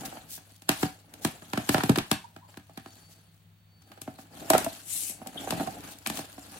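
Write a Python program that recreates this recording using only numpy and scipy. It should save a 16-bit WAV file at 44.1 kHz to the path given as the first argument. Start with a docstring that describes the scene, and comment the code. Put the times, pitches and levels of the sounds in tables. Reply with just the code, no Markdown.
"""A thin cardboard box is turned over, knocked and set down on a laminate table in a small room.
Each contact cracks, bending waves ring the panels, and the hollow box booms briefly.
Between knocks, fingers rub and squeak on the card, card brushes card, and the box slides once.
Behind it: room reflections, air noise, a distant motor and a thin whine."""
import sys
import numpy as np
from scipy import signal
from scipy.fft import rfft, irfft, next_fast_len
from scipy.io import wavfile
from scipy.ndimage import uniform_filter1d, map_coordinates

SR = 44100
rng = np.random.default_rng(int(sys.argv[2]) if len(sys.argv) > 2 else 0)


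def generate_wav(sig):
    """Save sig (samples, or channels by samples) to the path in sys.argv[1] as 16-bit PCM at SR."""
    pcm = np.round(np.clip(np.atleast_2d(sig).T, -1, 1) * 32767).astype(np.int16)
    wavfile.write(sys.argv[1], SR, pcm)


N = 290619
HIT_SAMPLES, LEAD_SAMPLES = 8192, 400

# corner impacts: start_s, boom_db, panel_db, hardness_db, sharpness_db, boom_hz
KNOCKS = [(0.691, -21.5, -24, 7, 0.5, 346), (0.83, -20, -27.5, -3.5, -2, 267),
          (1.248, -22, -30.5, 2, 2, 278), (1.421, -49, -52.5, -2, -7.5, 141.6),
          (1.533, -29, -32.5, 2, -4, 291), (1.575, -24, -28, -3, -3, 232), (1.691, -20, -27.5, 2, 0.5, 283),
          (1.744, -21.5, -20.5, 1, -6, 345), (1.78, -27.5, -27, 0, -3.5, 291),
          (1.835, -22.5, -31, -1.5, 0, 283), (1.894, -11.5, -25, -10.5, 0.5, 324),
          (1.975, -21.5, -46.5, -17.5, 11, 333), (2.114, -25.5, -39.5, 2.5, 0.5, 350),
          (2.363, -48, -45.5, 2.5, -3, 207), (2.572, -41.5, -50.5, 0.5, -1.5, 320),
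          (2.774, -38.5, -44, 1.5, -1.5, 185), (2.86, -44.5, -47, -0.5, -4.5, 371),
          (6.099, -33.5, -38.5, 6.5, 0.5, 221), (6.191, -35.5, -34, -2, 0, 215)]
# hand on a panel: start_s, panel_db, hardness_db, hollowness_db
BUMPS = [(0.034, -40.5, 4, -18), (0.126, -41.5, -12, -13), (0.17, -43, 4.5, -5), (0.377, -52.5, 12, 2),
         (2.695, -51, -1, -3), (3.975, -51, 5, -9.5), (4.077, -36, -5, 6.5), (4.187, -46.5, 5.5, 5),
         (4.504, -16.5, -6, -3), (4.533, -20.5, 9, 0.5), (4.542, -21.5, 1, -9), (4.55, -17, -2.5, -18),
         (4.582, -29, 3, -2), (4.664, -26.5, -23, 0), (5.217, -42.5, -3, 5), (5.262, -40.5, -2, 1),
         (5.474, -32, -5, -19), (5.524, -29, -6, 3.5), (5.598, -33, 2, 9), (5.609, -28.5, -21, 4),
         (5.674, -29.5, -7, -2), (6.38, -45, 4.5, 5)]
# edge flicks: start_s, level_db, sharpness_db, pan_db
CLICKS = [(0.62, -55, 6, -1), (1.138, -50.5, 5.5, -1), (1.806, -44, -14.5, -3), (1.958, -33, -3, 4),
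          (1.985, -30, -2, -6.5), (2.114, -26.5, 0.5, 4.5), (2.129, -42.5, 6, 3.5), (2.541, -61.5, -6, -3),
          (3.917, -55, -2.5, -2), (4.016, -46, 8.5, 2), (4.501, -25, 8, -2), (4.579, -33, 9.5, 1),
          (4.645, -39.5, 8, 4), (5.097, -48, 13, -3), (5.271, -45.5, 7.5, 2.5), (5.506, -33, 2, 5),
          (6.062, -37.5, -2, 11), (6.071, -35.5, 8, 0.5), (6.172, -42, 2.5, 9), (6.541, -56, -4, 2)]
# mix per contact type: boom_db, panel_db, clack_db, snap_db, crack_db
KNOCK_MIX_DB = (-12.5, -13.5, -21, -23, -23)
BUMP_MIX_DB = (-16.5, -12.5, -24.5, -30.5, -32.5)
CLICK_MIX_DB = (-17.5, -15.5, -13, -13, -15.5)
# box resonances: pitch_hz, level_db, t60_s
CAVITY_MODES = [(125, -2.5, 0.02), (179, -5, 0.056), (231, 0, 0.066), (283.2, -0.5, 0.076),
                (337, -5, 0.057)]
PANEL_MODES = [(523, -13, 0.01), (656, -1.5, 0.065), (703.6, -8.5, 0.055), (758.7, -1.5, 0.11),
               (808, -13, 0.089), (885, -19.5, 0.08), (1055, -21.5, 0.049), (1293, -16.5, 0.085)]
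# impact spectra: freq_hz, level_db
EDGE_CLACK = [(400, -27.5), (850, 4), (1250, 4), (1480, 2), (1680, 6.5), (2050, -5.5), (3000, -16.5),
              (5000, -52)]
FOLD_SNAP = [(1200, -45.5), (2400, 0.5), (3000, 1.5), (4200, 1), (5400, -5), (6800, -12), (10000, -43)]
FIBRE_CRACK = [(3000, -39), (5500, -6.5), (7000, -2.5), (8500, 3), (10000, -3.5), (11500, 3.5), (13500, -6),
               (16000, -11)]

# finger rubs: peak_s, rise_s, fall_s, level_db, brightness_db
RUBS = [(0.01, 0.15, 0.41, -45, -0.5), (0.509, 0.191, 0.14, -64, 5.5), (0.825, 0.15, 0.13, -43, 3.5),
        (1.31, 0.37, 0.2, -54.5, -3), (1.76, 0.53, 0.52, -45.5, 1.5), (2.5, 0.051, 0.099, -59.5, 1),
        (2.968, 0.52, 0.54, -61, 3), (3.93, 0.25, 0.15, -64, -1), (4.148, 0.29, 0.4, -59, -2),
        (4.41, 0.14, 0.24, -50, -1), (4.58, 0.18, 0.17, -37.5, -2), (4.73, 0.29, 0.2, -53.5, 7),
        (5.02, 0.8, 0.54, -57, 1), (5.42, 0.1, 0.36, -48, 2.5), (5.6, 0.43, 0.3, -41, -3),
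        (5.88, 0.48, 0.18, -48.5, -0.5), (6.16, 0.17, 0.2, -44.5, 1.5), (6.57, 0.62, 0.15, -51, 1)]
# friction spectra: freq_hz, level_db
CARD_BODY = [(35, -31.5), (60, -26.5), (107, -10.5), (162, 1.5), (257, 2), (284, 6), (360, -3.5), (440, -5),
             (493, -4.5), (587, -4.5), (641, -0.5), (736, -2), (834, 0), (866, -4.5), (1200, -37.5),
             (1560, -52.5), (2640, -120)]
TABLE_RUMBLE = [(20, -41.5), (40, -15.5), (65, 0), (100, -7.5), (250, -50)]
CARD_SCRAPE = [(500, -26.5), (1000, 1), (1600, 3), (2000, -2.5), (2700, -2), (3500, -9.5), (6000, -38.5)]
CARD_HISS = [(1760, -18), (3000, -3.5), (3890, -2.5), (4440, -0.5), (4900, -5.5), (5840, -5), (6950, -3),
             (11100, -4), (15100, -9), (16000, -24.5)]
SLIDE_SWISH = [(710, -47), (1200, -27), (1410, -32), (1540, -36), (1660, -21), (2270, -11), (3790, -9),
               (4860, -10), (8440, 2), (9930, -2), (11300, 2), (16000, -13.5)]
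# short rasps: start_s, length_s, level_db, centre_hz
CARD_BRUSHES = [(0.049, 0.017, -32.5, 8100), (0.28, 0.11, -40, 9600), (0.559, 0.011, -52.5, 9000),
                (0.705, 0.056, -41, 2980), (0.782, 0.074, -40.5, 8950), (1.21, 0.077, -42.5, 7000),
                (1.71, 0.047, -32.5, 7900), (1.755, 0.06, -39, 1503), (3.097, 0.049, -54, 6900),
                (3.818, 0.01, -56, 3430), (4.178, 0.065, -53.5, 6900), (5.894, 0.049, -46.5, 7000),
                (5.984, 0.0072, -47, 9000), (6.031, 0.011, -64, 4000), (6.128, 0.1, -42.5, 6960)]
FINGER_SQUEAKS = [(2.24, 0.023, -43.5, 896), (2.408, 0.072, -55.5, 950), (5.369, 0.025, -37, 3350),
                  (6.059, 0.0059, -30.5, 2460)]

# reverb decay: freq_hz, t60_s
ROOM_DECAY = [(150, 0.19), (700, 0.25), (3000, 0.28), (8000, 0.28), (15000, 0.13)]
# reverb and air spectra: freq_hz, level_db
ROOM_SEND = [(100, -4.5), (300, -17.5), (800, -10.5), (2500, -6.5), (8000, -11.5), (15000, -7)]
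ROOM_AIR = [(15, -58), (25, -43), (70, -18.5), (80, -18), (102, -14.5), (130, -26.5), (166, -13),
            (190, -20.5), (309, -36.5), (3820, -38.5), (4370, -41.5), (4870, -48), (13600, -50),
            (16000, -36)]
# distant motor: pitch_hz, level_db
MOTOR_HUM = [(101, -62.5), (162, -70.5)]
# swells of the whine: peak_s, rise_s, fall_s, level_db
WHINE_SWELLS = [(0.55, 0.16, 0.9, -70.5), (2.95, 0.3, 0.42, -58), (3.8, 0.3, 0.6, -66.5),
                (5.25, 0.34, 0.3, -65)]
# left-right likeness: freq_hz, correlation
STEREO_CORRELATION = [(60, 0.81), (300, 0.91), (600, 0.7), (1100, 0.045), (4000, 0.046), (14000, 0.058)]
# microphone balance: freq_hz, left_minus_right_db
MIC_BALANCE = [(60, 3), (250, 0.2), (600, 0.5), (1000, 0.5), (2000, -1), (4000, 2.5), (8000, 5), (12000, 1),
               (16000, -6)]


def knocks(settle_s=0.024, settle_db=-14, settle_hard_db=-1, settle_hz_ratio=0.55):
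    """A corner lands and the box booms, then rocks onto its face, softer and lower."""
    settles = [(s + settle_s, boom + settle_db, panel + settle_db,
                hard + settle_hard_db, sharp, hz * settle_hz_ratio)
               for s, boom, panel, hard, sharp, hz in KNOCKS]
    blows, pan_db = [], 0.2
    for start_s, boom_db, panel_db, hard_db, sharp_db, boom_hz in KNOCKS + settles:
        snap_db = boom_db + hard_db
        levels_db = np.add([boom_db, panel_db, snap_db - sharp_db, snap_db, snap_db + sharp_db],
                           KNOCK_MIX_DB)
        blows.append((start_s, levels_db, boom_hz, pan_db))
    return strike(blows, chatter_share=0.25, crush_t60_s=0.017)


def bumps(boom_hz=280, pan_db=-1.5):
    """A soft hand mostly rings the panels; over the hollow it also booms."""
    blows = [(start_s, db + np.add([hollow_db, 0, hard_db, hard_db, hard_db], BUMP_MIX_DB), boom_hz,
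              pan_db) for start_s, db, hard_db, hollow_db in BUMPS]
    return strike(blows, chatter_share=0.61, crush_t60_s=0.045)


def clicks(boom_hz=230):
    """An edge catches and flicks free; a sharper flick has more crack, less clack."""
    tilt = np.array([0.51, -0.3, -1.04, -0.12, 1])
    blows = [(start_s, db + sharp_db * tilt + CLICK_MIX_DB, boom_hz, pan_db)
             for start_s, db, sharp_db, pan_db in CLICKS]
    return strike(blows, chatter_share=0.3, crush_t60_s=0.017)


def strike(blows, chatter_share, crush_t60_s):
    """A push plus edge chatter rings cavity and panels; crushing fibres clack, snap and crack."""
    out = np.zeros((2, N + HIT_SAMPLES))
    cavity_bend, panel_bend = bending_waves()
    edge, fold, fibre = map(minimum_phase, (EDGE_CLACK, FOLD_SNAP, FIBRE_CRACK))
    through = lambda x, response: unit(irfft(rfft(x) * response))
    for start_s, levels_db, boom_hz, pan_db in blows:
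        boom, panel, clack, snap, crack = amp(levels_db)
        force = whiten(crush(crush_t60_s, spike_db=3, rise_s=0.00069))
        chatter = crush(0.026, spike_db=-3, rise_s=0.00088)[0]
        drive = 1 + chatter_share * rfft(chatter / np.linalg.norm(chatter))
        cavity_ring = ring(driven_modes(CAVITY_MODES, boom_hz), stereo_rad=0.2)
        panel_ring = ring(PANEL_MODES, stereo_rad=0.68)
        low = boom * through(cavity_ring, drive * cavity_bend)
        low += panel * through(panel_ring, drive * panel_bend) * amp([[-1.5], [1.5]])
        pan = amp([[pan_db / 2], [-pan_db / 2]])
        high = clack * through(force, edge)
        high += pan * (snap * through(force, fold) + crack * through(force, fibre))
        start = round(start_s * SR) - LEAD_SAMPLES  # a faint scuff leads in
        out[:, start:start + HIT_SAMPLES] += np.roll(low + high, LEAD_SAMPLES, axis=1)
    return out[:, :N]


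def bending_waves(max_lag_s=0.02002, half_lag_hz=135):
    """Cavity and panel responses. Dispersion: the lows arrive after the crack."""
    hz = np.fft.rfftfreq(HIT_SAMPLES, 1 / SR)
    lag_s = max_lag_s / (1 + (hz / half_lag_hz) ** 2)
    bend = radiation(hz, corner_hz=116) * np.exp(-2j * np.pi * np.cumsum(lag_s) * hz[1])
    return bend, bend * radiation(hz, corner_hz=288)


def radiation(hz, corner_hz):
    """High-pass: a small box moves little air below its lowest resonance."""
    s = 1j * hz / corner_hz
    return s ** 3 / ((s + 1) * (s * s + s + 1))


def driven_modes(modes, centre_hz, db_per_octave=12):
    """The contact point favours modes near one pitch."""
    return [(hz, db - db_per_octave * abs(np.log2(hz / centre_hz)), t60_s) for hz, db, t60_s in modes]


def ring(modes, stereo_rad, scatter_db=2, detune=0.02):
    """Damped modes; grip and contact point scatter their pitch and strength."""
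    hz, db, t60_s = np.transpose(modes)[:, :, None]
    pitch, strength, side = rng.standard_normal((3, len(modes), 1))
    t = np.arange(HIT_SAMPLES) / SR
    envelope = amp(db + scatter_db * strength - 60 * t / t60_s)
    phase = 2 * np.pi * hz * (1 + detune * pitch) * t
    offset_rad = stereo_rad * (1 + side) / 2
    return np.array([np.sum(envelope * np.sin(phase + ear * offset_rad), 0) for ear in (-1, 1)])


def crush(t60_s, spike_db, rise_s):
    """Fibres give way in a short, spiky burst of force."""
    t = np.arange(HIT_SAMPLES) / SR
    spikes = amp(spike_db * unit(uniform_filter1d(rng.standard_normal(HIT_SAMPLES), size=14)))
    envelope = (1 - np.exp(-t / rise_s)) * amp(-60 * t / t60_s)
    return rng.standard_normal((2, HIT_SAMPLES)) * spikes * envelope


def whiten(burst):
    """Many fibres break at once, so the burst has no strong pitch."""
    spectrum = rfft(burst)
    power = np.abs(uniform_filter1d(np.abs(spectrum) ** 2, size=25)) + 1e-12
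    return irfft(spectrum / np.sqrt(power))


def rubbing(body_db=1, rumble_db=-13, scrape_db=-4, hiss_db=-1):
    """Fingers catch and slip: the card resonates, scrapes and hisses; the table rumbles."""
    speed = np.array([swell(peak_s, rise_s, fall_s) for peak_s, rise_s, fall_s, _, _ in RUBS])
    db, bright_db = np.transpose(RUBS)[-2:]
    low, mid, high = np.sqrt(amp([db - bright_db, db, db + bright_db]) ** 2 @ speed ** 2)
    slips = np.minimum(unit(wobble(600) + 3 * wobble(80)), 2)
    body = amp(body_db) * low * friction(CARD_BODY, slips, grain_db=1.5, patch_db=3.5)
    rumble = amp(rumble_db) * low * friction(TABLE_RUMBLE, slips, grain_db=-0.5, patch_db=4.5)
    scrape = amp(scrape_db) * mid * friction(CARD_SCRAPE, slips, grain_db=3, patch_db=0)
    hiss = friction(CARD_HISS, slips, grain_db=2, patch_db=4.5)
    ticks = 0.31 * crinkles(rate_hz=160) + 0.43 * crinkles(rate_hz=40)
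    return body + rumble + scrape + amp(hiss_db) * high * (hiss + ticks)


def friction(spectrum, slips, grain_db, patch_db):
    """Rubbing noise, rms 1: the level jumps with each slip, the colour keeps shifting."""
    bins = signal.stft(rng.standard_normal((2, N)), nperseg=256)[2]
    patches = uniform_filter1d(rng.standard_normal(bins.shape[1:]), size=5, axis=0)
    patches = unit(uniform_filter1d(patches, size=5, axis=1))
    noise = signal.istft(bins * amp(patch_db * patches), nperseg=256)[1][:, :N]
    return unit(spread(noise * amp(grain_db * slips), spectrum))


def crinkles(rate_hz, size_db=3, decay_s=0.001):
    """Single fibres snap at random: ticks, rms 1."""
    snaps = (rng.random(N) < rate_hz / SR) * amp(size_db * np.minimum(rng.exponential(size=N), 2))
    bursts = signal.lfilter([1], [1, -np.exp(-1 / (decay_s * SR))], snaps)
    return unit(spread(bursts * rng.standard_normal((2, N)), CARD_HISS))


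def slide(peak_s=4.924, push_s=0.084, glide_s=0.18, stop_s=0.065, level_db=-32.5, sag_db_per_s=26):
    """Card swishes over laminate: pushed, slowing as it glides, stopped."""
    elapsed_s = np.clip(np.arange(N) / SR - peak_s, 0, glide_s)
    envelope = amp(level_db - sag_db_per_s * elapsed_s) * swell(peak_s, push_s, stop_s, glide_s)
    swish = friction(SLIDE_SWISH, wobble(600), grain_db=-1.5, patch_db=2)
    return envelope * swish * amp([[2.5], [-2.5]])


def rasps(strokes, width_octaves, grain_db=3):
    """Grainy noise bands: wide for card brushing card, narrow for a sticking fingertip."""
    out = np.zeros((2, N + SR))
    for start_s, length_s, db, centre_hz in strokes:
        start, n = round(start_s * SR), min(int(length_s * SR), HIT_SAMPLES)
        grains = amp(grain_db * unit(uniform_filter1d(rng.standard_normal(HIT_SAMPLES), size=40)))
        band = lambda hz: np.exp(-0.5 * (np.log2((hz + 1) / centre_hz) / width_octaves) ** 2)
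        rasp = unit(filtered(rng.standard_normal((2, HIT_SAMPLES)) * grains, band))[:, :n]
        out[:, start:start + n] += amp(db) * rasp * np.sqrt(np.hanning(n))
    return out[:, :N]


def room(x, build_s=0.0029):
    """Wall reflections; a new tail every quarter second as the box moves."""
    out = np.zeros((2, N + 2 * SR))
    step = SR // 4
    for start in range(0, N, step):
        hz, t, bins = signal.stft(rng.standard_normal((2, SR // 2)), SR, nperseg=256)
        envelope = amp(-60 * t / along(ROOM_DECAY, hz)[:, None]) * (1 - np.exp(-t / build_s))
        tail = signal.istft(bins * envelope, SR, nperseg=256)[1]
        wet = signal.fftconvolve(x[:, start:start + step], tail / np.linalg.norm(tail[0]), axes=1)
        out[:, start:start + wet.shape[1]] += wet
    return spread(out[:, :N], ROOM_SEND)


def motor_hum():
    """A distant motor: two low tones, drifting in phase."""
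    t = np.arange(N) / SR
    return sum(amp(db) * np.sqrt(2) * np.sin(2 * np.pi * hz * t + 0.25 * wobble(5))
               for hz, db in MOTOR_HUM)


def whine(centre_hz=4490, flutter_db=2.5, rest_db=-85.5, gain_db=-6):
    """A thin, wavering tone that swells now and then."""
    pitch_hz = centre_hz + 6 * wobble(8.9) + 16 * wobble(140)
    tone = np.sqrt(2) * np.sin(2 * np.pi * np.cumsum(pitch_hz) / SR)
    swells = sum(amp(db) * swell(peak_s, rise_s, fall_s) for peak_s, rise_s, fall_s, db in WHINE_SWELLS)
    return tone * amp(gain_db + flutter_db * wobble(18)) * (amp(rest_db) + swells)


def room_air(level_db=-62):
    """Steady, bass-heavy noise."""
    return amp(level_db) * unit(spread(rng.standard_normal((2, N)), ROOM_AIR))


def amp(db):
    """Decibels to gain."""
    return 10 ** (np.asarray(db) / 20)


def unit(x):
    """Scale to rms 1."""
    return x / np.sqrt(np.mean(x ** 2) + 1e-20)


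def along(points, hz):
    """Interpolate (freq_hz, value) points on a log axis."""
    freq_hz, values = np.transpose(points)
    return np.interp(np.log(hz + 1), np.log(freq_hz + 1), values)


def wobble(rate_hz):
    """Smooth random curve."""
    knots = rng.standard_normal(int(N * rate_hz / SR) + 4)
    return map_coordinates(knots, [np.arange(N) * rate_hz / SR])


def swell(peak_s, rise_s, fall_s, hold_s=0, depth_db=21.5, curve=1.075):
    """Gain: climbs depth_db over rise_s, holds at 1, drops depth_db over fall_s."""
    t = np.arange(N) / SR - peak_s
    distance = np.maximum(-t / rise_s, (t - hold_s) / fall_s)
    return amp(-depth_db * np.clip(distance, 0, 10) ** curve)


def filtered(x, response):
    """Apply response(hz) by FFT."""
    n = x.shape[-1]
    padded = next_fast_len(n + HIT_SAMPLES)
    return irfft(rfft(x, padded) * response(np.fft.rfftfreq(padded, 1 / SR)), padded)[..., :n]


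def minimum_phase(spectrum):
    """Causal response on the frequency grid of one hit."""
    cepstrum = irfft(np.log(amp(along(spectrum, np.fft.rfftfreq(HIT_SAMPLES, 1 / SR)))))
    cepstrum[1:HIT_SAMPLES // 2] *= 2
    cepstrum[HIT_SAMPLES // 2 + 1:] = 0
    return np.exp(rfft(cepstrum))


def spread(pair, spectrum):
    """Colour two unrelated signals and mix to stereo: bass alike, treble apart."""
    def response(hz):
        angle_rad = np.arccos(along(STEREO_CORRELATION, hz)) / 2
        return amp(along(spectrum, hz)) * [np.cos(angle_rad), np.sin(angle_rad)]
    mid, side = filtered(pair, response)
    return np.array([mid + side, mid - side])


def scene():
    """The handled box in its room."""
    box = knocks() + bumps() + clicks() + rubbing() + slide()
    box += rasps(CARD_BRUSHES, width_octaves=1.46) + rasps(FINGER_SQUEAKS, width_octaves=0.12)
    return box + room(box) + motor_hum() + whine() + room_air()


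def record(dry):
    """Two microphones of unequal colour, then a steep low-pass."""
    cutoff_hz = 16100
    heard = filtered(dry, lambda hz: amp(np.outer([0.5, -0.5], along(MIC_BALANCE, hz))))
    return filtered(heard, lambda hz: 1 / np.sqrt(1 + (hz / cutoff_hz) ** 160))


dry = scene()
out = record(dry)
generate_wav(out)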